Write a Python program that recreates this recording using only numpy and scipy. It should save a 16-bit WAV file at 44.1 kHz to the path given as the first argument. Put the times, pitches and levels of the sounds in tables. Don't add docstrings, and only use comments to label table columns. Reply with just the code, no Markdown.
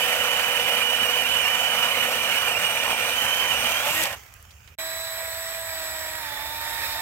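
import sys
import numpy as np
from scipy import signal
from scipy.fft import rfft, irfft, next_fast_len
from scipy.io import wavfile
from scipy.ndimage import uniform_filter1d

SR = 44100
rng = np.random.default_rng(int(sys.argv[2]) if len(sys.argv) > 2 else 0)


def transcribe(u):
    v = np.clip(np.atleast_2d(u).T, -1, 1)
    q = np.round(v * 32767).astype(np.int16)
    wavfile.write(sys.argv[1], SR, q)


N = 309141
TIME = np.arange(N) / SR
FFT_SIZE, FFT_OVERLAP = 1024, 768
HZ = np.fft.rfftfreq(FFT_SIZE, 1 / SR)
FADE_SAMPLES = 1000

# (time [s], drive links passing [Hz], cutting level [dB], whine level before trims [dB])
LOG_CUT = [(0.0, 246.3, -25.5, -25.5), (0.9, 243, -27, -21), (1.5, 245.3, -27.5, -22),
           (2.1, 242.1, -26.5, -24), (2.7, 238.6, -27, -26), (3.1, 239.5, -27.5, -34),
           (3.17, 247.6, -27.7, -25), (3.4, 251.8, -27.5, -22), (3.6, 240.6, -27.0, -25.5),
           (3.68, 245, -27, -27), (3.79, 261.7, -26.5, -27.5), (3.84, 284, -27, -36),
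           (3.89, 292.7, -25.6, -34), (3.94, 314, -27.5, -44), (4.05, 322, -26.5, -40),
           (4.09, 318, -32.5, -40), (4.145, 312, -34, -40), (4.17, 300, -47, -40)]
# (frequency [Hz], left [dB], right [dB])
LOG_COLOUR = [(100, -22, -20.5), (228, -23, -20), (300, -26, -23.5), (437, -24.5, -21.5), (500, -11, -8.5),
              (1150, -15, -10), (2010, -15.5, -8), (2780, -17, -2), (3440, -18.5, -12.5),
              (4350, -18.5, -20), (6550, -20.5, -20), (8550, -16, -24.5), (9200, -30, -28),
              (12000, -14.5, -16.5), (13800, -23, -22.5)]
# (frequency [Hz], likeness [0-1])
LOG_LIKENESS = [(300, 0.96), (1200, 1), (1900, 0.68), (2600, 0.67), (4000, 0.46), (14000, 0)]
# (left [dB], right [dB], change as the bar sinks in [dB/s])
LOG_TONES = [(-14, 0.3, 0), (-41.5, -56, 1), (-38, -55, 1), (-61, -59, 1), (-41.5, -39, -2.3),
             (-46, -41, -.8), (-46, -43, 0), (-53, -55, 0), (-49, -44.5, 0), (-72, -72, 0), (-63, -61, 0)]
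# (frequency [Hz], width [Hz], lift [dB])
LOG_BANDS = [(243, 4, 7), (280, 36, -8), (319, 14, 12.5), (585, 24, 15), (755, 20, -13), (868, 50, 14),
             (950, 40, -10), (1910, 50, 15), (7100, 700, -12)]


def near_cut():
    return saw(LOG_CUT, LOG_COLOUR, LOG_LIKENESS, LOG_TONES, LOG_BANDS, hiss_db=-3.5, lag_s=.00011,
               gating=0.08, chip_share=0.15, lumpy_db=1.06, wobble=0.014, jitter=0.0072,
               flutter_db=2.6, housing_hz=8726)


# (time [s], drive links passing [Hz], cutting level [dB], whine level before trims [dB])
TREE_CUT = [(4.78, 323.3, -36, -43.5), (5.05, 327, -36.5, -40.5), (5.35, 328, -36, -57),
            (5.65, 329, -36.5, -55), (5.8, 322.8, -35, -57), (6.18, 316.2, -35.5, -52),
            (6.3, 290, -35, -43), (6.4, 290, -34.5, -41.5), (6.48, 298, -34.5, -42),
            (6.56, 303, -34.5, -47), (6.85, 302.5, -31, -43), (7.0, 301.5, -32.5, -42)]
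# (frequency [Hz], left [dB], right [dB])
TREE_COLOUR = [(230, -36, -32), (396, -28, -21.5), (520, -21, -14), (620, -14.5, -7.5), (1400, -16.5, -11),
               (1870, -19, -2), (2080, -16, -7), (2400, -14, -3.5), (2780, -16, -15), (3200, -13, -12),
               (3760, -8.5, -5.5), (4530, -12.5, -15.5), (5200, -11, -13), (6500, -22, -20.5),
               (8040, -10, -13), (9200, -25, -27.5), (11740, -20, -6), (13600, -27.5, -12)]
# (frequency [Hz], likeness [0-1])
TREE_LIKENESS = [(300, 0.69), (700, 0.89), (3000, 0.63), (7900, 0.52), (11000, 0.43), (14000, 0.23)]
# (left [dB], right [dB], change as the bar sinks in [dB/s])
TREE_TONES = [(-16, 4, 0), (-60.7, -66, 0), (-57, -42.5, 0), (-63, -57.5, 0), (-58, -52, 0),
              (-51, -43, 3.2), (-57, -55, 2), (-62, -58, 0), (-48, -46.5, 0), (-56, -53, -6),
              (-56, -51, -6)]
# (frequency [Hz], width [Hz], lift [dB])
TREE_BANDS = [(328.5, 5, -11), (653, 44, 14), (980, 50, -7), (1635, 100, 13), (1925, 40, 3),
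              (7900, 660, 22)]


def far_cut():
    return saw(TREE_CUT, TREE_COLOUR, TREE_LIKENESS, TREE_TONES, TREE_BANDS, hiss_db=0.1, lag_s=-.00011,
               gating=0.21, chip_share=.12, lumpy_db=.4, wobble=0.0061, jitter=.004,
               flutter_db=1.1, housing_hz=11850)


TONE_MULTIPLES = [73 / 6, 73 / 3, 73 / 2, 1, 2, 3, 4, 5, 6, 10 / 3, 11 / 3]
# (frequency [Hz], width [Hz], lift [dB])
BAR_RINGS = [(1407, 150, 3), (1850, 96, 4)]
# (time [s], share of gear speed lost [0-1])
SNAGS = [(1.07, .05), (1.25, .07), (1.45, .07), (2.115, .055), (2.555, .07)]
SNAG_S = .018
FREE_HZ = 325
HISS_DB_PER_OCTAVE = 14
RELEASE_S, COAST_DB_PER_S, HISS_DROP_DB = 4.03, 270, 4.5
ROUGHER_PER_OCTAVE = 12


def saw(rows, colour, likeness, tones, bands, hiss_db, lag_s, gating, chip_share, lumpy_db, wobble, jitter,
        flutter_db, housing_hz):
    (link_hz, cut_db, whine_db), start = play(rows)
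    n = len(link_hz)
    t = TIME[start:start + n]
    coast_db = COAST_DB_PER_S * np.maximum(t - RELEASE_S, 0) * (t[0] < RELEASE_S)
    hiss_gain_db = HISS_DB_PER_OCTAVE * np.log2(link_hz / FREE_HZ)
    hiss_level_db = cut_db + hiss_db + hiss_gain_db - np.minimum(coast_db, HISS_DROP_DB)
    load = 1 + ROUGHER_PER_OCTAVE * np.maximum(np.log2(link_hz[0] / link_hz), 0)
    turns = np.cumsum(link_hz * (1 + 0.354 * jitter * load * drift(18, n))) / SR

    rings_db = sum(db / (1 + (2 * (HZ - hz) / width) ** 2) for hz, width, db in BAR_RINGS)
    drive, other = chatter(turns, gating, chip_share, lumpy_db)
    spectrum, right_gain = stereo(drive, other, read(colour, HZ) + rings_db, likeness, lag_s, patchy_db=1.49)
    high = np.clip((HZ - 3000) / 3000, 0, 1)[:, None]
    low_share = np.sqrt(1 - high)
    low_power = (right_gain[(HZ > 450) & (HZ < 2300)] ** 2).sum() / len(HZ)
    high_power = (right_gain[(HZ > 9500) & (HZ < 15500)] ** 2).sum() / len(HZ)
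    out = back_to_sound(spectrum * low_share, n) * gain_of(cut_db) / np.sqrt(low_power)
    out += back_to_sound(spectrum * (1 - low_share), n) * gain_of(hiss_level_db) / np.sqrt(high_power)

    uneven = wobble * np.sin(2 * np.pi * turns / 6) + jitter * load * drift(61.7, n)
    uneven -= sum(share * np.exp(-((t - s) / SNAG_S) ** 2) for s, share in SNAGS)
    gear_turns = turns + np.cumsum(link_hz * uneven) / SR
    mesh, top = TONE_MULTIPLES[0], max(TONE_MULTIPLES)
    for k, (left_db, right_db, db_per_s) in zip(TONE_MULTIPLES, tones):
        tone_turns = gear_turns if k >= mesh else turns
        phase = 2 * np.pi * (k * tone_turns + rng.random())
        lift_db = sum(db / (1 + (2 * (k * link_hz - hz) / width) ** 4) for hz, width, db in bands)
        level_db = lift_db + db_per_s * (t - t[0]) - coast_db + whine_db * (k == mesh)
        flutter = flutter_db * (drift(36, n) - 0.12 * flutter_db)
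        size = np.sqrt(2) * gain_of(level_db + flutter)
        if k > mesh:
            size *= 1 + 0.35 * np.cos(2 * np.pi * turns)
        if k == top:
            size /= 1 + ((k * link_hz * (1 + uneven) - housing_hz) / 220) ** 2
        out[0] += gain_of(left_db) * size * np.sin(phase)
        out[1] += gain_of(right_db) * size * np.sin(phase - 2 * np.pi * k * link_hz * lag_s)
    return placed(out, start)


def chatter(turns, gating, chip_share, lumpy_db):
    n = len(turns)
    swell = 1 + gating * np.cos(2 * np.pi * turns) + 0.23 * gating * np.cos(2 * np.pi * turns * 2 / 3)
    lumps = gain_of(lumpy_db * (drift(30, n) + 0.26 * drift(8, n)))
    chips = crackle(per_s=400, spread_db=2.7, ring_s=0.00055, size=n)
    return lumps * (swell + chip_share * chips) * rng.standard_normal((2, n))


JUDDER_S, JUDDER_PER_S = (2.862, 2.97), 59
JUDDER_DB = -17.5
LOG_RING_HZ, LOG_RING_T60_S = 960, .02


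def judder():
    out, t = np.zeros(N), np.arange(2000) / SR
    times = np.arange(*JUDDER_S, 1 / JUDDER_PER_S)
    forces = np.sin(np.pi * (np.arange(len(times)) + 1) / (len(times) + 1))
    for s, force in zip(times, forces):
        pitch, db = rng.standard_normal(2)
        knock = np.sin(2 * np.pi * LOG_RING_HZ * (1 + .05 * pitch) * t) * gain_of(-60 * t / LOG_RING_T60_S)
        out[round(s * SR):][:len(t)] += force * gain_of(JUDDER_DB + 1.5 * db) * knock
    return gain_of([[-3], [1.5]]) * out


# (time [s], level before channel trims [dB])
BAR_SONG = [(0, -32), (1.2, -30), (2.4, -31), (2.65, -27.5), (3.1, -28.5), (3.2, -35), (3.73, -30),
            (3.78, -25.5), (3.83, -36), (4.1, -39)]


def bar_song():
    (level_db,), start = play(BAR_SONG)
    n = len(level_db)
    wander = drift(48, n) + 1j * drift(50, n)
    tone = (wander * np.exp(2j * np.pi * 2400 * TIME[:n])).real
    return placed(gain_of(level_db + np.array([[-11], [-1.5]])) * tone, start)


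# (time [s], peak [dB], left minus right [dB], pitch [Hz], decay by 60 dB [s])
SNAPS = [(3.7194, -17, 1, 6000, .01), (4.029, -17, 3, 7000, .012), (4.0344, -12, 6, 8050, 0.014),
         (4.0383, -8, 4, 9000, 0.0028), (4.055, -18, -.6, 3500, 0.023), (4.128, -25, -1.2, 2500, .04),
         (4.339, -34, -2.2, 9000, 0.018), (4.4268, -35, -1, 11000, 0.011), (4.5073, -39.5, -4, 3500, .08),
         (4.6754, -38.5, -7, 2580, 0.063)]


def snaps():
    out, t = np.zeros((2, N)), np.arange(4000) / SR
    for s, db, pan_db, hz, t60 in SNAPS:
        puff = rng.standard_normal((2, len(t)))
        b, a = signal.butter(1, [hz / 1.65, min(hz * 1.4, 20000)], "band", fs=SR)
        burst = signal.lfilter(b, a, (puff + 0.4 * puff[0]) * gain_of(-60 * t / t60))
        peak = gain_of(db + np.array([[pan_db], [-pan_db]]) / 2)
        out[:, round(s * SR):][:, :len(t)] += burst * peak / abs(burst).max(1, keepdims=True)
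    return out


# (frequency [Hz], left [dB], right [dB])
LEAF_COLOUR = [(280, -20, -15), (450, -10, -5), (1200, -5.5, -2), (2900, -14, 1.5), (3820, -16, -14),
               (5800, -8, -9), (7300, -9, -8), (8900, -16, -22), (11500, -16, -17), (13900, -14, -9)]
# (frequency [Hz], likeness [0-1])
LEAF_LIKENESS = [(300, .7), (1200, 0.18), (14000, 0.14)]
RUSTLE_S = (4.16, 4.74)
RUSTLE_DB, SETTLED_DB, SETTLE_S = -43.5, -53.5, .17


def leaves():
    start, end = (round(s * SR) for s in RUSTLE_S)
    n = end - start + FADE_SAMPLES
    level_db = SETTLED_DB + (RUSTLE_DB - SETTLED_DB) * np.exp(-TIME[:n] / SETTLE_S)
    crackles = crackle(per_s=150, spread_db=4, ring_s=0.0018, size=n)
    drive, other = (1 + 0.23 * crackles) * rng.standard_normal((2, n))
    spectrum, _ = stereo(drive, other, read(LEAF_COLOUR, HZ), LEAF_LIKENESS, lag_s=0, patchy_db=2.3)
    return placed(gain_of(level_db) * evened(back_to_sound(spectrum, n)), start)


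# (frequency [Hz], relative level per Hz [dB])
RUMBLE_COLOUR = [(20, -28), (45, -6.5), (75, 0), (105, -5), (150, -16), (250, -24.5), (700, -63)]
# (time [s], half length [s], lift [dB])
RUMBLE_SWELLS = [(3.6, .13, 5), (4.07, .1, 5), (6.7, .5, 1.5)]
RUMBLE_DB, RUMBLE_RISE_DB_PER_S = -57.5, .9


def rumble():
    shared, own = rng.standard_normal((2, N))
    size = next_fast_len(N)
    pair = rfft(np.array([shared, shared + .33 * own]), size)
    colour_db = read(RUMBLE_COLOUR, np.fft.rfftfreq(size, 1 / SR))
    wash = irfft(pair * gain_of(colour_db), size)[:, :N]
    swell_db = sum(db * np.exp(-((TIME - s) / half) ** 2) for s, half, db in RUMBLE_SWELLS)
    level_db = RUMBLE_DB + RUMBLE_RISE_DB_PER_S * TIME + swell_db
    return gain_of(level_db + np.array([[-1.1], [.6]])) * evened(wash)


def gain_of(db):
    return 10 ** (np.asarray(db) / 20)


def evened(x):
    return x / np.sqrt(np.mean(x ** 2) + 1e-20)


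def read(points, hz):
    f, *values = np.transpose(points)
    return np.array([np.interp(np.log(hz + 1), np.log(f + 1), v) for v in values])


def play(rows):
    s, *columns = np.transpose(rows)
    start = max(round(s[0] * SR), 0)
    t = TIME[start:round(s[-1] * SR) + FADE_SAMPLES]
    return [np.interp(t, s, c) for c in columns], start


def drift(hz, size):
    b, a = signal.butter(2, np.clip(hz, .1, 500), fs=SR / 32)
    slow = evened(signal.lfilter(b, a, rng.standard_normal(N // 32 + 2)))
    return np.interp(np.arange(size) / 32, np.arange(len(slow)), slow)


def crackle(per_s, spread_db, ring_s, size):
    force, chance = rng.random((2, size))
    force_db = spread_db * np.minimum(-np.log(force + 1e-9), 4)
    hits = gain_of(force_db) * (chance < per_s / SR)
    return evened(signal.lfilter([1], [1, -np.exp(-1 / (ring_s * SR))], hits))


def stereo(drive, other, colour_db, likeness, lag_s, patchy_db):
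    left, unrelated = (signal.stft(evened(x), nperseg=FFT_SIZE, noverlap=FFT_OVERLAP)[2]
                       for x in (drive, other))
    patches = uniform_filter1d(rng.standard_normal(left.shape), size=7, axis=0)
    patches = evened(uniform_filter1d(patches, size=14, axis=1))
    c = np.clip(read(likeness, HZ)[0], 0, 1)[:, None]
    right = (c * left + np.sqrt(1 - c ** 2) * unrelated) * np.exp(-2j * np.pi * HZ * lag_s)[:, None]
    gain = gain_of(colour_db) * (HZ > 70)
    return np.array([left, right]) * gain[:, :, None] * gain_of(patchy_db * patches), gain[1]


def back_to_sound(spectrum, size):
    return signal.istft(spectrum, nperseg=FFT_SIZE, noverlap=FFT_OVERLAP)[1][:, :size]


def placed(sound, start):
    out, n = np.zeros((2, N)), sound.shape[1]
    fade = np.minimum((n - np.arange(n)) / FADE_SAMPLES, 1) if start + n < N else 1
    out[:, start:start + n] = sound * fade
    return out


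def scene():
    return near_cut() + far_cut() + judder() + bar_song() + snaps() + leaves() + rumble()


HUSH_S = (4.753, 4.7855)
EDGE_HZ = 15850


def record(dry):
    from_hush_s = np.maximum(HUSH_S[0] - TIME, TIME - HUSH_S[1])
    passing = np.clip(from_hush_s / 0.00082, .05, 1)
    low_pass = signal.firwin(511, EDGE_HZ, window=("kaiser", 9), fs=SR)
    return signal.oaconvolve(dry * passing, low_pass[None], "same")


dry = scene()
out = record(dry)
transcribe(out)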